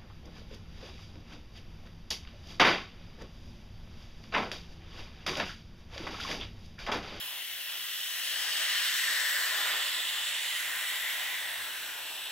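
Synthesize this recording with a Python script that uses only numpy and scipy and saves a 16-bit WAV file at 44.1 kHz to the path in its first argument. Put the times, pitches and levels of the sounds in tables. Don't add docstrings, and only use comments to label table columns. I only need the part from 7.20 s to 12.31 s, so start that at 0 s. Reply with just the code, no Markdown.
import sys
import numpy as np
from scipy import signal
from scipy.fft import rfft, irfft
from scipy.io import wavfile
from scipy.ndimage import uniform_filter1d

SR = 44100
rng = np.random.default_rng(int(sys.argv[2]) if len(sys.argv) > 2 else 0)


def how_loud(loudness_db):
    steps = np.asarray(loudness_db, float) / 20
    return 10 ** steps


def master_out(mix):
    frames = np.transpose(np.atleast_2d(mix))
    ceiling = np.clip(frames, -1, 1)
    pcm = np.round(ceiling * 32767).astype(np.int16)
    wavfile.write(sys.argv[1], SR, pcm)


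N = 225542

# time_s, jet_db, neck_db (against the jet), neck_hz, brightness_db_per_octave
GRIP = [(0, -42.5, -6, 1850, 0.5), (.25, -43.5, -4.5, 1970, 0.5), (.6, -41.5, -5, 1860, 0.5),
        (.9, -39.5, -5.5, 1890, 0.3), (1.25, -37, -3.5, 1810, -1.5), (1.6, -34.5, -4.5, 1760, -3),
        (1.9, -35, -4, 1870, -2), (2.2, -35.5, -0.3, 1800, -1.3), (2.48, -36, -1.5, 1800, -3.5),
        (2.8, -38, -5.5, 2000, -2.5), (3.2, -38, -4, 2010, -2.5), (3.5, -39, 0, 1900, -0.9),
        (3.9, -38, -2.9, 1930, -1.1), (4.2, -40, -3, 1990, -1.4), (4.5, -42, -3.5, 1620, -0.6),
        (5.11, -43.5, -6.5, 1770, -2.5)]
# centre_s, length_s, pitch_hz, level_db
WHISTLES = [
    (2.49, 0.16, 1430, -46),
    (1.526, 0.38, 1864, -43.5),
    (2.0, .6, 1840, -41),
    (3.8, 1.3, 1910, -50),
    (2.89, 0.62, 3520, -43),
]
# freq_hz, density_db (per Hz)
LIP_COLOUR = [(1600, -36.5), (2400, -10.5), (3000, 2.85), (4000, -7.5), (5200, -15), (8000, -13.5),
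              (11000, -11), (15500, -12.5)]
# freq_hz, density_db (per Hz)
SKIN_COLOUR = [(130, -50), (220, -28.5), (324, -13), (466, -11), (566, -4.5), (719, -3.5), (1240, -5),
               (1400, -3.5), (1820, -35), (3080, -120)]
# centre_s, length_s, change_db
SKIN_SHUDDERS = [
    (.16, 0.15, 4.5),
    (0.38, 0.23, -2.5),
    (0.552, 0.066, 7.5),
    (0.766, 0.47, -5),
    (1.71, 0.36, -5),
    (2.495, 0.32, 7),
    (3.19, 0.5, -3),
    (3.9, 0.65, -1.5),
    (4.602, 1, 3.5),
]
# freq_hz, pose1_rad, pose2_rad, pose3_rad
PORT_LEAD = [(3560, .82, .62, .48), (4900, 2.55, 1.97, 1.87), (6440, .9, -.06, -.13),
             (7600, 3.4, 1.26, 2.4), (7900, 4.0, 5.5, 1.9), (11500, 4.8, 6.45, 4.1), (11900, 5.3, 8.7, 4.9),
             (14480, 4.7, 10.4, 12.3)]
POSE_TIMES = [
    1.5,
    1.95,
    3.1,
    4.4,
]
# centre_s, length_s, delay_ms, phase_turns, share_of_direct
LEFT_REFLECTORS = [(0.96, 2.2, 0.091, 0.24, 0.74), (1.17, 2, 0.325, -0.1, 0.29),
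                   (1.26, 1.6, 0.081, -0.39, 1.38), (1.73, 2.8, 0.38, -0.05, 0.62),
                   (2.0, 4.7, 0.536, 0.048, 0.26), (2.15, 1.87, 0.15, -0.061, 0.66),
                   (2.28, 1.4, 0.211, -0.16, 0.57), (4.23, 0.79, 0.445, -0.27, 0.29),
                   (4.65, 1.5, 0.327, -0.32, 0.5), (4.89, 1.2, 0.544, 0.084, 0.28)]
# centre_s, length_s, delay_ms, phase_turns, share_of_direct
RIGHT_REFLECTORS = [(1.14, 5, 0.12, 0.47, 0.71), (2.07, 5, 0.1082, -0.22, 0.96),
                    (2.53, 2.8, 0.374, -0.2, 0.31), (3.11, 1.1, 0.257, -0.14, 0.47),
                    (3.47, 2.4, 0.795, 0.054, 0.13), (3.93, 3.8, 0.214, -0.32, 0.41),
                    (4.21, 2.3, 0.66, 0.32, 0.15), (4.54, 2.4, 0.478, -0.33, 0.13),
                    (4.89, 8.9, 0.338, -0.35, 0.28), (5.04, 3.9, 0.564, 0.32, 0.31)]
# left_ms, right_ms, level_db
REFLECTIONS = [
    (6.76, 6.72, -16.5),
    (2, 1.143, -19.5),
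    (4.8, 3.05, -26.5),
    (7.9, 5.7, -53),
    (13.5, 16, -14.5),
]
# freq_hz, t60_s
ROOM_DECAY = [(200, 0.09), (1000, 0.54), (4000, 0.61), (10000, 0.073), (16000, 0.074)]
# freq_hz, level_db
ROOM_LEVEL = [(200, -16), (1000, -3), (3000, -5.5), (6000, -5.5), (12000, 2)]
# freq_hz, density_db (per Hz)
HUM_COLOUR = [(20, -26), (50, -10), (80, -10.5), (100, 3.5), (122, -7.5), (160, -1.5), (210, -9.5),
              (320, -1), (600, -15), (1000, -34)]


def evened(x):
    return x / np.sqrt(np.mean(x ** 2) + 1e-20)


def read(points, hz):
    f, value = np.transpose(points)
    return np.interp(np.log(hz + 1), np.log(f + 1), value)


def curve(rows):
    s, *columns = np.transpose(rows)
    return [np.interp(np.arange(N) / SR, s, column) for column in columns]


def bump(t, centre_s, length_s):
    return np.exp(-(2 * (t - centre_s) / length_s) ** 2)


def smoothed(x, bins, frames):
    return uniform_filter1d(uniform_filter1d(x, bins, -2), frames, -1)


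def patches(shape, bins, frames):
    return evened(smoothed(rng.standard_normal(shape), bins, frames))


def flutter(size):
    return evened(uniform_filter1d(uniform_filter1d(rng.standard_normal(N), size), size))


def coloured(points):
    hz = np.fft.rfftfreq(N, 1 / SR)
    spectrum = rfft(rng.standard_normal(N)) * how_loud(read(points, hz))
    return evened(irfft(spectrum, N))


def resonate(x, hz, width_hz):
    turn = np.exp(2j * np.pi * np.cumsum(hz) / SR)
    r = np.exp(-np.pi * width_hz / SR)
    ringing = signal.lfilter([1 - r], [1, -r], x / turn)
    return 2 * (turn * ringing).real


def valve_neck(eddies, neck_hz):
    main = resonate(resonate(eddies, neck_hz, 480), neck_hz, 570)
    lower = resonate(eddies, 0.91 * neck_hz, 630)
    return 0.42 * evened(main) + 0.5 * evened(lower)


def valve_lip():
    return how_loud(2.5 + 0.5 * flutter(size=120)) * coloured(LIP_COLOUR)


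def vinyl_skin(jet_db, t):
    level_db = -57.5 + (jet_db + 38.5)
    level_db += 1.09 * t
    level_db += 1.5 * flutter(size=1200)
    for centre_s, length_s, change_db in SKIN_SHUDDERS:
        level_db += change_db * bump(t, centre_s, length_s)
    return how_loud(level_db) * coloured(SKIN_COLOUR)


def neck_whistles(eddies, t):
    whistle = np.zeros(N)
    for centre_s, length_s, pitch_hz, level_db in WHISTLES:
        tone = evened(resonate(eddies, np.full(N, pitch_hz), width_hz=150))
        whistle += how_loud(level_db) * bump(t, centre_s, length_s) * tone
    return whistle


def jet():
    jet_db, neck_db, neck_hz, _ = curve(GRIP)
    t = np.arange(N) / SR
    gust_db = 0.2 * flutter(size=1500)
    eddies = coloured([(500, -34), (1000, -2), (1500, 0.5), (2150, -0.5), (2600, -2.5), (5000, -32)])
    mouth = how_loud(neck_db) * valve_neck(eddies, neck_hz) + valve_lip()
    return how_loud(jet_db + gust_db) * mouth + vinyl_skin(jet_db, t) + neck_whistles(eddies, t)


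def folds(rows, hz, t):
    paths = 1
    for centre_s, length_s, delay_ms, turns, share in rows:
        phase = np.exp(-2j * np.pi * (hz * delay_ms / 1000 - turns))
        paths = paths + share * bump(t, centre_s, length_s) * phase
    return 20 * np.log10(abs(paths) + 0.02)


def hand_lead(hz, t):
    table_hz, *radians = np.transpose(PORT_LEAD)
    poses = np.transpose([np.interp(hz, np.r_[0, table_hz], np.r_[0, r]) for r in radians])
    held = [[1, 0, 0, 0], [0, 1, 1, 0], [0, 0, 0, 1]]
    return poses @ [np.interp(t, POSE_TIMES, share) for share in held]


def ports(x):
    hz, t, z = signal.stft(x, SR, nperseg=512, noverlap=384)
    lead = hand_lead(hz, t)
    strength = np.sqrt(abs(smoothed(abs(z) ** 2, 7, 41)))
    other = strength * (rng.standard_normal(z.shape) + 1j * rng.standard_normal(z.shape))
    hz = hz[:, None]
    reach = np.clip((hz - 1900) / (2400 - 1900), 0, 1)
    time_s, brightness = np.transpose(GRIP)[[0, 4]]
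    bright_db = np.interp(t, time_s, brightness) * np.log2((hz + 1) / 6000)
    combs_db = np.array([folds(LEFT_REFLECTORS, hz, t), folds(RIGHT_REFLECTORS, hz, t)])
    field_db = reach * (combs_db + bright_db)
    field_db += np.array([0.3, -0.3])[:, None, None]
    field_db += 1.47 * patches((2,) + z.shape, bins=5, frames=60)
    treble = np.clip(hz / 8000, 0, 1) ** 2
    lead = lead + 0.5 * treble * patches(z.shape, bins=10, frames=200)
    apart = 0.4 * treble * other
    pair = np.array([z + apart, z - apart]) * how_loud(field_db)
    pair = pair * np.exp(0.5j * np.array([lead, -lead]))
    return signal.istft(pair, SR, nperseg=512, noverlap=384)[1][:, :N]


def walls(pair):
    taps = np.zeros((2, 1024))
    at = np.arange(1024)
    for left_ms, right_ms, level_db in REFLECTIONS:
        delay = np.array([[left_ms], [right_ms]]) * SR / 1000
        taps += how_loud(level_db) * np.sinc(at - delay)
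    taps = signal.lfilter([0.55], [1, -0.45], taps)
    return signal.fftconvolve(pair, taps, axes=1)[:, :N]


def room(x):
    half = SR // 2
    taps = np.zeros((3, half))
    at = np.arange(200, half - 20, 20) + rng.integers(0, 20, (3, (half - 201) // 20))
    np.put_along_axis(taps, at, rng.choice([-1., 1.], at.shape), 1)
    hz, t, z = signal.stft(taps, SR, nperseg=256)
    same = np.exp(-hz / 1500)[:, None]
    decay = how_loud(-60 * t / read(ROOM_DECAY, hz)[:, None])
    decay *= how_loud(read(ROOM_LEVEL, hz))[:, None] / np.linalg.norm(decay, axis=1, keepdims=True)
    z = (same * z[2] + np.sqrt(1 - same ** 2) * z[:2]) * decay
    tail = signal.istft(z, SR, nperseg=256)[1] * np.sqrt(20 / 128)
    before = np.concatenate([x[:, half:0:-1], x], 1)
    return signal.fftconvolve(before, tail, axes=1)[:, half:half + N]


def hum():
    shared = coloured(HUM_COLOUR)
    pair = np.array([shared + 0.84 * coloured(HUM_COLOUR) for _ in "LR"])
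    return how_loud(-72 + 1.5 * flutter(size=3000)) * pair


def scene():
    direct = ports(jet())
    return direct + walls(direct) + room(direct) + hum()


def band_limit(x):
    return signal.sosfilt(signal.butter(12, 16980, fs=SR, output="sos"), x)


def record(dry):
    low_cut = signal.butter(2, 50, "high", fs=SR, output="sos")
    thin = signal.sosfilt(low_cut, dry)
    top_cut = signal.firwin(1023, 15830, window=("kaiser", 9), fs=SR)
    thin = signal.oaconvolve(thin, top_cut[None], "same", axes=1)
    return band_limit(thin)


dry = scene()
out = record(dry)
master_out(out)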